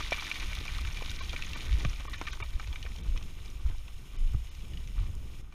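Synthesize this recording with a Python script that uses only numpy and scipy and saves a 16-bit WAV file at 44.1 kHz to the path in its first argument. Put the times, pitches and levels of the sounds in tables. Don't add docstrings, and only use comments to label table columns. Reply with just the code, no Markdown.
import sys
import numpy as np
from scipy import signal
from scipy.fft import rfft, irfft
from scipy.io import wavfile
from scipy.ndimage import uniform_filter1d

SR = 44100
rng = np.random.default_rng(int(sys.argv[2]) if len(sys.argv) > 2 else 0)


def output_pcm(signal):
    pcm = np.clip(np.atleast_2d(signal).T, -1, 1) * 32767
    wavfile.write(sys.argv[1], SR, np.round(pcm).astype(np.int16))


def gain_from_decibels(decibels):
    exponent = np.asarray(decibels, float) / 20
    return 10 ** exponent


N = 244302


def rms_one(x):
    return x / np.sqrt(np.mean(x ** 2) + 1e-20)


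def in_time(rows):
    s, level = np.transpose(rows)
    return np.interp(np.arange(N) / SR, s, level)


def at_hz(points, hz):
    table_hz, db = np.transpose(points)
    return np.interp(np.log(hz), np.log(table_hz), db)


def drift(rate_hz):
    r = np.exp(-40 * np.pi * rate_hz / SR)
    noise = rng.standard_normal(N // 20 + 2002)
    slow = signal.lfilter([1], [1, -2 * r, r * r], noise)[2000:]
    return np.interp(np.arange(N) / 20, np.arange(len(slow)), rms_one(slow))


def coloured(spectrum):
    hz = np.maximum(np.arange(N // 2 + 1) * SR / N, 1)
    return rms_one(irfft(rfft(rng.standard_normal(N)) * gain_from_decibels(at_hz(spectrum, hz)), N))


def resonate(x, hz, r):
    section = [1, 0, -1, 1, -2 * r * np.cos(2 * np.pi * hz / SR), r * r]
    return signal.sosfilt([section, section], x)


def grains(spectrum, per_s, spread_db, cycles, clump_db, clump_rate, count=20):
    sizes = gain_from_decibels(spread_db * np.minimum(rng.exponential(1, N), 4)) * rng.choice([-1, 1], N)
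    born = rng.random(N) < per_s * gain_from_decibels(clump_db * drift(clump_rate)) / SR
    dealt = rng.integers(0, count, N)
    out = np.zeros(N)
    top_hz = min(spectrum[-1][0], 0.36 * SR)
    for k, hz in enumerate(np.geomspace(spectrum[0][0], top_hz, count)):
        clicks = sizes * born * (dealt == k) + 1e-18
        ring = resonate(clicks, hz, gain_from_decibels(-60 * hz / (cycles * SR)))
        out += rms_one(ring) * gain_from_decibels(at_hz(spectrum, hz)) * np.sqrt(hz)
    return rms_one(out)


def swells(rows, rise_db_per_s, rest_db):
    t = np.arange(0, N + 32, 32) / SR
    power = np.zeros(len(t))
    for s, db, fade in rows:
        away_db = np.where(t < s, rise_db_per_s * (s - t), abs(fade) * (t - s))
        power += gain_from_decibels(2 * (db - away_db))
    return 10 * np.log10(np.interp(np.arange(N) / SR, t, power) + gain_from_decibels(2 * rest_db))


def lay(out, start_s, burst):
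    at = round(start_s * SR)
    out[at:at + len(burst)] += burst


def quiet_spot():
    start_s, level_db = 5.414, -9
    return gain_from_decibels(level_db * (np.arange(N) / SR > start_s))


# (pitch_hz, level_db per Hz)
DUST = [(180, -45), (300, -5), (1020, -6.5), (1610, -10.5), (2970, 1), (4720, -13), (5210, 3),
        (5850, -12.5), (6670, -1.5), (12300, -20), (15500, -18)]
# (pitch_hz, level_db per Hz)
SPARKS = [(6700, -10), (9500, -4), (15500, 8)]


def fine_dust(gravel_db):
    sparks = grains(SPARKS, per_s=1500, spread_db=5.5, cycles=9.7, clump_db=0.0, clump_rate=22, count=8)
    dust_level = gain_from_decibels(-54.5 + 0.7 * (gravel_db + 43.5))
    still_air = gain_from_decibels(-64)
    hiss = (dust_level + still_air) * gain_from_decibels(1.36 * drift(28)) * coloured(DUST)
    return hiss + gain_from_decibels(gravel_db - 23.0) * sparks


# (time_s, level_db)
SLIDE = [(0.0, -44.5), (0.25, -41.5), (0.63, -45), (1.3, -47.5), (1.48, -47), (1.67, -47), (2.05, -52),
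         (2.29, -51.5), (2.42, -54), (3.91, -62), (4.68, -60), (5.24, -65.5), (5.3, -61.5)]
# (pitch_hz, level_db per Hz)
GRAVEL = [(590, -50), (1000, -1.5), (1530, -24), (1690, 3.5), (2340, 1.5), (2740, -2), (3740, 0.5),
          (6400, -9.5), (7690, -36), (10700, -52), (15500, -54)]
# (pitch_hz, level_db per Hz)
COARSE = [(250, 16.5), (500, -7.5), (900, 6.5), (1400, 0.5), (2200, -35)]
# (middle_s, level_db, length_s, fine_share from 0 to 1)
SCRAPES = [
    (0.0069, -50, 0.0049, .1),
    (3.685, -60, 0.026, 0.68),
    (4.16, -57, 0.017, 0.27),
    (4.341, -54, 0.0067, 0.091),
    (4.985, -60, 0.017, 0.6),
    (5.03, -60, 0.04, 0.65),
    (2.635, -59, 0.013, 0.9),
    (2.25, -59, 0.0087, 0.9),
    (1.81, -54.5, 0.025, 0.97),
]
# (start_s, level_db, fade_db_per_s)
ROLLS = [
    (0.0, -54, -2),
    (.43, -55, 11),
    (1.6, -50.5, 11.5),
    (2.38, -61, 62),
    (3.05, -55, 58.5),
    (3.73, -56, 130.5),
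    (5.2, -61.5, 9),
    (5.4, -66, 22),
]


def running_gravel():
    t, gravel_db = np.arange(N) / SR, in_time(SLIDE)
    gravel = grains(GRAVEL, per_s=3500, spread_db=4.2, cycles=4.5, clump_db=2.6, clump_rate=70)
    ticks = grains(GRAVEL[1:-3], per_s=700, spread_db=2.0, cycles=3.5, clump_db=4.5, clump_rate=45, count=12)
    ticks_db = -1.0 + 0.23 * (gravel_db + 43)
    coarse = grains(COARSE, per_s=1500, spread_db=3.0, cycles=3.04, clump_db=3.5, clump_rate=25, count=10)
    scrape, fine_scrape = np.zeros(N), np.zeros(N)
    for s, db, length_s, fine_share in SCRAPES:
        stroke = gain_from_decibels(db) * np.exp(-((t - s) / length_s) ** 2)
        scrape += stroke
        fine_scrape += fine_share * stroke
    rolling = gain_from_decibels(swells(ROLLS, rise_db_per_s=43, rest_db=-82) - 5) + scrape
    sliding = gain_from_decibels(gravel_db - 4) * (gravel + gain_from_decibels(ticks_db) * ticks) + fine_scrape * gravel
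    return quiet_spot() * (sliding + fine_dust(gravel_db)) + rolling * coarse


# (time_s, level_db)
WIND = [(0.0, -54), (0.43, -55), (0.66, -50), (0.77, -53), (1.76, -47.5), (2.02, -55.5), (2.75, -57.5),
        (3.1, -47.5), (3.33, -52), (3.61, -54), (3.76, -62), (4.21, -51), (4.52, -60.5), (4.64, -51),
        (4.91, -52.5), (5.18, -48), (5.48, -58.5), (5.54, -59)]
# (start_s, level_db, fade_db_per_s)
PUSHES = [(.03, -37.5, 40), (.43, -33, 48), (.71, -35, 5.5), (1.39, -41, 62), (1.53, -40, 49),
          (1.74, -23, 150), (1.87, -25.5, 248), (2.0, -38, 58), (2.31, -41, 22), (2.56, -33.5, 199),
          (2.71, -35.5, 116), (2.87, -37.5, 77), (3.1, -29, 48), (3.5, -37, 52), (3.69, -27, 130),
          (3.78, -35, 112), (3.95, -40.5, 90), (4.24, -36, 60), (4.35, -26, 162), (4.6, -38.5, 24),
          (4.81, -36, 77), (5.0, -28.5, 110), (5.18, -31.5, 250), (5.29, -37.5, 300), (5.4, -37, 202)]
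# (pitch_hz, level_db per Hz)
RUMBLE = [(7.1, -66), (12, 8), (27, 1.5), (57, -1.5), (71, -5), (130, -25.5), (170, -53), (290, -120)]
# (pitch_hz, level_db per Hz)
UPPER_RUMBLE = [(70, 1), (110, 1.5), (160, -3.5), (250, -12), (500, -22), (900, -36.5), (3000, -60)]


def rumble():
    low = coloured(RUMBLE)
    low = rms_one(low / uniform_filter1d(low ** 2, size=2600) ** 0.8)
    wind_db = in_time(WIND)
    sway_db = -44 + 0.17 * (wind_db + 48)
    shake_db = swells(PUSHES, rise_db_per_s=177, rest_db=sway_db)
    upper_db = wind_db + 3.0 + 2.07 * drift(20.6)
    return gain_from_decibels(shake_db + 1.0) * low + gain_from_decibels(upper_db) * coloured(UPPER_RUMBLE)


def microphone_hiss():
    return gain_from_decibels(-67.5) * quiet_spot() * rng.standard_normal(N)


def clacks(hits):
    out, t = np.zeros(N + 2048), np.arange(2048) / SR
    contact = 1 - np.exp(-(t / 0.00037) ** 2)
    for s, db, hz, body_db, edge_db, t60_s in hits:
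        noise = rng.standard_normal(2048)
        above, below = 1.0 + 0.358 * rng.random(), 0.55 + 0.309 * rng.random()
        dying = -60 * t / t60_s
        ring = np.sin(2 * np.pi * hz * t) * gain_from_decibels(dying)
        ring += 0.22 * np.sin(2 * np.pi * hz * above * t) * gain_from_decibels(0.6 * dying)
        ring += 0.35 * np.sin(2 * np.pi * hz * below * t) * gain_from_decibels(0.62 * dying)
        crunch = 0.65 * rms_one(resonate(noise, 1.05 * hz, 0.82)) * gain_from_decibels(0.75 * dying)
        body = rms_one(resonate(noise, 460, 0.873)) * gain_from_decibels(body_db - 2.5 - 60 * t / 0.074)
        edge = rms_one(resonate(noise, 4670, 0.61)) * gain_from_decibels(edge_db + 13.5 - 60 * t / 0.014)
        lay(out, s, gain_from_decibels(db - 4.5) * contact * (ring + crunch + body + edge))
    return out[:N]


def patter(rows, gain_db, t60_s, r):
    out, t = np.zeros(N + 1024), np.arange(1024) / SR
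    shape = (1 - np.exp(-(t / 0.00055) ** 2)) * gain_from_decibels(gain_db - 60 * t / t60_s)
    for s, db, hz in rows:
        breath = rms_one(resonate(rng.standard_normal(1024), hz, r))
        lay(out, s, gain_from_decibels(db) * shape * (np.sin(2 * np.pi * hz * t) + 0.85 * breath))
    return out[:N]


# (start_s, peak_db, pitch_hz, body_db against the peak)
THUMPS = [(.005, -26.5, 1190, -23), (0.223, -31.5, 1000, -12), (0.1259, -32, 1820, -3),
          (.5127, -39, 2360, 2.5), (0.5708, -38, 2420, 2), (.6529, -38.5, 2330, 1),
          (0.9715, -29.5, 2360, -15), (1.024, -31, 2400, -8.5), (1.3304, -29.5, 2360, -3),
          (1.5578, -36, 2420, 1.5), (1.8486, -24, 1160, -15), (1.9969, -42.5, 3380, 1.5),
          (2.0045, -34.5, 2640, -5.5), (2.0522, -36, 920, -13), (2.0812, -35, 1098, -8),
          (2.2134, -25, 1075, -10.5), (2.4019, -32, 1133, -4), (2.4255, -26.5, 2270, -8),
          (2.6736, -42, 910, -13), (2.7277, -36, 2530, -5), (2.8628, -41, 1180, 0.5),
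          (3.161, -36, 1030, -20), (3.2096, -44.5, 2530, 1.5), (3.88, -38.5, 2660, -9),
          (5.5242, -46, 2370, -2.5)]


def thumps():
    return clacks([(s, db, hz, body_db, -17, 0.02) for s, db, hz, body_db in THUMPS])


# (start_s, peak_db, pitch_hz)
PEBBLES = [(0.025, -30, 2360), (0.1186, -22, 2340), (0.1424, -24.5, 2360), (0.1964, -25.5, 2310),
           (0.2584, -31, 3620), (0.4654, -34, 2870), (0.6794, -29, 2360), (0.836, -36, 2360),
           (0.986, -34, 2390), (1.1074, -33, 2280), (1.2454, -36, 3820), (1.304, -34, 3400),
           (1.4364, -32, 2540), (1.5704, -34.5, 2330), (1.7204, -32, 2320), (1.8492, -25, 2480),
           (1.9604, -36.5, 2380), (2.1366, -29.5, 3740), (2.1494, -39, 1810), (2.2544, -35, 2350),
           (2.3354, -36, 2200), (2.5052, -43, 3130), (2.6164, -40, 3130), (2.636, -40, 2380),
           (2.7277, -36, 3260), (2.7324, -36, 2380), (2.8524, -38.5, 2370), (2.8623, -32, 1800),
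           (2.9183, -41, 2560), (3.1667, -37, 2530), (3.1934, -46, 2550), (3.3677, -47.5, 2370),
           (3.3797, -45, 2680), (3.3874, -45, 1850), (3.4004, -41, 3630), (3.4171, -42, 2840),
           (3.4484, -46, 2330), (3.48, -42, 3770), (3.692, -44, 1990), (3.7914, -45, 2920),
           (4.2744, -42, 2720), (4.2864, -49, 3000), (4.3584, -48, 2770), (4.513, -44, 2960),
           (4.6084, -42, 3000), (4.6234, -42, 3340), (4.6503, -46, 2580), (4.8005, -44, 2840),
           (4.8424, -48.5, 3750), (5.3642, -48, 2230)]


def pebbles():
    return patter(PEBBLES, gain_db=-6.5, t60_s=0.017, r=0.83)


# (start_s, peak_db, pitch_hz, t60_s to fade by 60 dB)
RINGS = [(.0318, -35, 3680, 0.074), (0.1248, -22, 2330, 0.043), (.1805, -36.5, 1195, 0.04),
         (0.1849, -35.5, 2360, 0.06), (0.3139, -20.5, 2360, 0.019), (.3466, -37.5, 3600, 0.046),
         (0.356, -33, 2264, 0.1), (0.427, -31, 2370, 0.017), (0.5304, -27.5, 2250, .018),
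         (0.7856, -35.5, 1220, 0.032), (0.794, -35, 2370, 0.014), (0.8493, -27, 1680, .02),
         (1.0593, -27.5, 3600, 0.013), (1.095, -29, 3750, 0.03), (1.2102, -35, 1076, 0.044),
         (1.208, -38.5, 900, 0.045), (1.3625, -22.5, 2260, 0.014), (1.4221, -22, 2580, 0.015),
         (1.727, -25.5, 3050, 0.013), (2.1326, -31, 1944, 0.035), (2.142, -34, 1735, 0.054),
         (2.2684, -27, 2360, 0.0091), (2.2724, -26.5, 1803, 0.039), (2.2824, -28, 2340, 0.016),
         (2.4586, -39.5, 3172, 0.028), (2.7577, -30.5, 2300, 0.022), (4.4684, -46, 2960, 0.044),
         (4.7346, -40, 2930, 0.025), (4.7727, -36, 2930, 0.02)]


def rings():
    return clacks([(s, db, hz, -37, -24, t60_s) for s, db, hz, t60_s in RINGS])


# (start_s, peak_db, pitch_hz)
GRIT = [(0.0474, -40, 4860), (0.1092, -30, 5410), (0.2084, -34, 4730), (0.2309, -37, 5740),
        (0.2428, -35, 4960), (0.2584, -34, 4930), (0.2644, -34, 4520), (0.2982, -36, 5020),
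        (0.3994, -35, 4500), (0.6719, -35, 4920), (0.8649, -40, 5080), (0.9273, -35, 5730),
        (0.9464, -41, 4520), (1.1054, -36, 5760), (1.1124, -34, 5030), (1.1468, -39, 5140),
        (1.1604, -40, 5500), (1.2446, -39, 4500), (1.3444, -43.5, 5860), (1.3734, -44, 6340),
        (1.4631, -35, 6290), (1.5814, -39, 5770), (1.8254, -42.5, 6580), (1.8961, -36, 5730),
        (1.9594, -45.5, 5760), (2.3174, -38, 4950), (2.352, -41, 6090), (2.6224, -48, 6700),
        (2.8853, -50, 5350), (2.9417, -46, 5560), (2.9781, -50, 6700), (3.0334, -49, 5890),
        (3.0604, -49, 6600), (3.458, -40, 5030), (3.5009, -43, 5820), (4.3201, -53, 5460),
        (4.4493, -51, 6420), (4.593, -49, 6590), (4.6024, -48.5, 6540), (4.7217, -50, 4990),
        (4.9844, -55, 5340)]


def grit():
    return patter(GRIT, gain_db=0, t60_s=0.012, r=0.7)


# (start_s, peak_db, pitch_hz)
TICKS = [(0.216, -53, 9380), (0.2986, -41, 9130), (0.551, -45, 9960), (0.8104, -45, 9220),
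         (1.1053, -45, 9920), (1.4221, -49, 9290), (1.5722, -47, 9030), (1.7114, -54, 9100),
         (1.9972, -49, 9100), (2.0978, -49, 8870), (2.3315, -52, 8940), (2.4392, -59, 9380),
         (2.7535, -51, 9000), (5.152, -45.5, 8170), (.110, -44, 9300), (1.1155, -43, 9300),
         (2.048, -51, 9300), (2.1205, -47, 9300), (2.1425, -51, 9300), (2.371, -52, 9300),
         (2.629, -54, 9300), (3.5055, -55, 9300), (3.945, -56, 9300), (4.319, -50, 9300),
         (4.335, -53, 9300), (4.682, -52, 9300)]


def ticks_close():
    out, t = np.zeros(N + 1024), np.arange(1024) / SR
    for s, db, hz in TICKS:
        burst = rms_one(resonate(rng.standard_normal(1024), 0.86 * hz, 0.53))
        lay(out, s, gain_from_decibels(db - 1.5 - 60 * t / 0.0097) * burst)
    return out[:N]


# (start_s, peak_db, pitch_hz, t60_s to fade by 60 dB)
KNOCKS = [(0.12, -13, 650, 0.011), (0.61, -37, 348, 0.018), (1.02, -24, 520, 0.0078),
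          (1.338, -28.5, 380, 0.01), (1.847, -31, 584, 0.017), (2.05, -37, 453, 0.0097),
          (2.212, -27, 327, 0.019), (2.2115, -31, 790, 0.018), (2.4, -38, 400, 0.034),
          (2.85, -34.5, 470, 0.013), (3.148, -39, 310, 0.029), (4.1, -48, 283, 0.015),
          (4.345, -42, 270, 0.02), (4.344, -44, 690, 0.012), (1.008, -35, 1030, 0.018)]


def knocks():
    out, t = np.zeros(N + 4096), np.arange(4096) / SR
    onset = 1 - np.exp(-t / 0.00069)
    for s, db, hz, t60_s in KNOCKS:
        ring = np.sin(2 * np.pi * hz * t)
        ring += 0.28 * np.sin(2.8 * np.pi * hz * t)
        ring += 0.086 * np.sin(1.1 * np.pi * hz * t)
        lay(out, s + 0.0015, gain_from_decibels(db + 0.5 - 60 * t / t60_s) * onset * ring)
    return out[:N]


# (start_s, peak_db, pitch_hz)
CHIPS = [(.2309, -43, 3600), (0.551, -35, 3400), (0.7374, -47, 2380), (0.8735, -35, 2310),
         (.8999, -47, 2370), (1.1129, -32.5, 2360), (1.2346, -38.5, 3310), (1.2936, -28.5, 3200),
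         (1.392, -34, 1530), (1.4454, -34.5, 2480), (1.5322, -29.5, 2710), (1.6067, -34, 3000),
         (1.7946, -36, 3380), (1.8974, -39, 2490), (1.9308, -38, 2360), (2.1805, -36.5, 2460),
         (2.3236, -38.5, 3810), (2.329, -41, 3210), (2.3303, -31, 1565), (2.597, -32.5, 1296),
         (2.5981, -36, 2310), (2.673, -39, 2610), (2.827, -34.5, 2890), (2.9607, -40, 3130),
         (2.9845, -41, 3160), (3.175, -32, 2540), (3.226, -41, 2630), (3.46, -46, 2360),
         (3.7817, -49, 2660), (4.5496, -44.5, 2820), (4.874, -44.5, 2680)]


def chips():
    return clacks([(s, db, hz, -22, -9.5 - 0.46 * (db + 39.0), 0.026) for s, db, hz in CHIPS])


# (middle_s, peak_db, pitch_hz, length_cycles)
JOLTS = [(.42, -48, 38, 1.5), (1.745, -23, 61.3, 3.7), (1.857, -18, 97, 2.3), (1.852, -29.5, 181, 1.9),
         (2.421, -30.5, 84, 3), (2.56, -23, 39.4, 1.2), (2.712, -31.5, 39, 1.6), (3.09, -23.5, 56, 1.3),
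         (3.134, -24, 31.7, 4.9), (3.659, -16.5, 44, 1.6), (4.24, -19, 25.2, 6.2), (4.348, -36.5, 192, 1.8),
         (4.351, -19, 94.5, 2.8), (4.99, -24, 38.3, 1.8), (5.283, -31, 39.3, 2)]


def jolts():
    t, out = np.arange(N) / SR, np.zeros(N)
    for s, db, hz, cycles in JOLTS:
        swell = np.exp(-((t - s) * hz * 4.26 / cycles) ** 2)
        out += gain_from_decibels(db) * swell * np.sin(2 * np.pi * hz * (t - s) + 1.94)
    return out


# (start_s, peak_db, pitch_hz)
LUMPS = [(0.515, -41, 1520), (0.57, -38, 1570), (0.69, -36, 1080), (0.741, -40, 1510), (0.878, -42, 1210),
         (1.059, -41, 1190), (1.339, -35, 980), (1.394, -44, 1080), (1.641, -41, 1150), (2.131, -37, 1550),
         (2.28, -38, 1210), (2.337, -49, 1030), (2.373, -42, 1090), (2.562, -49, 635), (2.605, -45, 1080),
         (2.733, -45, 1080), (2.757, -40, 1260), (2.862, -43, 1580), (3.055, -54, 1010), (3.122, -48, 600),
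         (3.21, -46, 1080), (3.879, -47, 1000), (4.344, -44, 1170), (4.98, -48.5, 608), (5.524, -52, 1450)]


def lumps():
    return patter(LUMPS, gain_db=-7.5, t60_s=0.027, r=0.905)


# (pitch_hz, width_hz, gain_db)
HOUSING = [(1196, 170, 4.5), (1538, 102, 5), (1645, 103, -10), (1830, 130, 1.5), (2130, 57, 1),
           (2360, 126, 6), (2960, 41, 1), (1306, 130, -0.5), (3600, 510, 2.5), (4310, 190, -3.5),
           (4710, 144, -7.5), (5184, 350, -5.5), (6480, 300, 1.5), (7650, 1180, -11.5), (9220, 340, 4),
           (10840, 350, 3), (11930, 700, 5), (14400, 640, -13)]


def housing(x):
    for hz, width_hz, db in HOUSING:
        w, a, g = 2 * np.pi * hz / SR, np.pi * width_hz / SR, gain_from_decibels(db / 2)
        x = signal.lfilter([1 + a * g, -2 * np.cos(w), 1 - a * g], [1 + a / g, -2 * np.cos(w), 1 - a / g], x)
    return x


def scene():
    gravel = running_gravel()
    shake = 0.19 * np.tanh((rumble() + jolts()) / 0.19)
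    struck = thumps() + pebbles() + rings() + grit() + knocks() + chips() + lumps()
    stone_top = signal.butter(6, 6660, fs=SR, output="sos")
    struck = signal.sosfilt(stone_top, struck)
    return (housing(gravel + struck) + ticks_close() + shake + microphone_hiss())[None]


def lost_treble(x, hz):
    lines, bin_hz = rfft(x), np.arange(x.shape[1] // 2 + 1) * SR / x.shape[1]
    power = np.abs(lines) ** 2
    weak = uniform_filter1d(power, size=9) < uniform_filter1d(power, size=60)
    share = np.where((bin_hz > hz) | weak, 1, -0.4) * (bin_hz > 700)
    return irfft(lines * share, x.shape[1])


# (middle_s, lowest_hz, loss_db)
DROPOUTS = [
    (1.212, 7000, -20),
    (1.555, 7500, -14),
    (2.087, 5000, -18),
    (2.175, 7500, -10),
    (2.32, 7000, -40),
    (2.426, 4200, -40),
    (3.025, 4200, -14),
    (4.176, 5500, -30),
    (4.502, 6500, -30),
]


def drop_treble(dry):
    out = dry.copy()
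    for s, hz, loss_db in DROPOUTS:
        part = slice(round((s - 0.04) * SR), round((s + 0.04) * SR))
        treble = lost_treble(dry[:, part], hz)
        away_s = np.abs(np.arange(treble.shape[1]) / SR - 0.04)
        fade = np.clip((0.011 - away_s) / 0.005, 0, 1)
        out[:, part] -= (1 - gain_from_decibels(loss_db)) * treble * fade
    return out


# (middle_s, lowest_hz)
TOP_DROPOUTS = [
    (3.615, 13300),
    (3.745, 13000),
    (4.158, 13600),
    (4.2, 13800),
    (4.24, 13400),
    (4.78, 14300),
    (5.0, 13500),
]


def drop_top(x):
    for s, hz in TOP_DROPOUTS:
        part = slice(round((s - 0.03) * SR), round((s + 0.03) * SR))
        top = signal.sosfiltfilt(signal.butter(8, hz, "high", fs=SR, output="sos"), x[:, part])
        x[:, part] -= top * np.clip(3 - np.abs(np.linspace(-6, 6, top.shape[1])), 0, 0.9)
    return x


def band_limit(x):
    return signal.sosfilt(signal.butter(12, 15630, fs=SR, output="sos"), x)


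def record(dry):
    top_cut = signal.ellip(14, 0.3, 60, 15340, fs=SR, output="sos")
    mix = drop_top(drop_treble(signal.sosfilt(top_cut, dry)))
    return band_limit(mix)


dry = scene()
out = record(dry)
output_pcm(out)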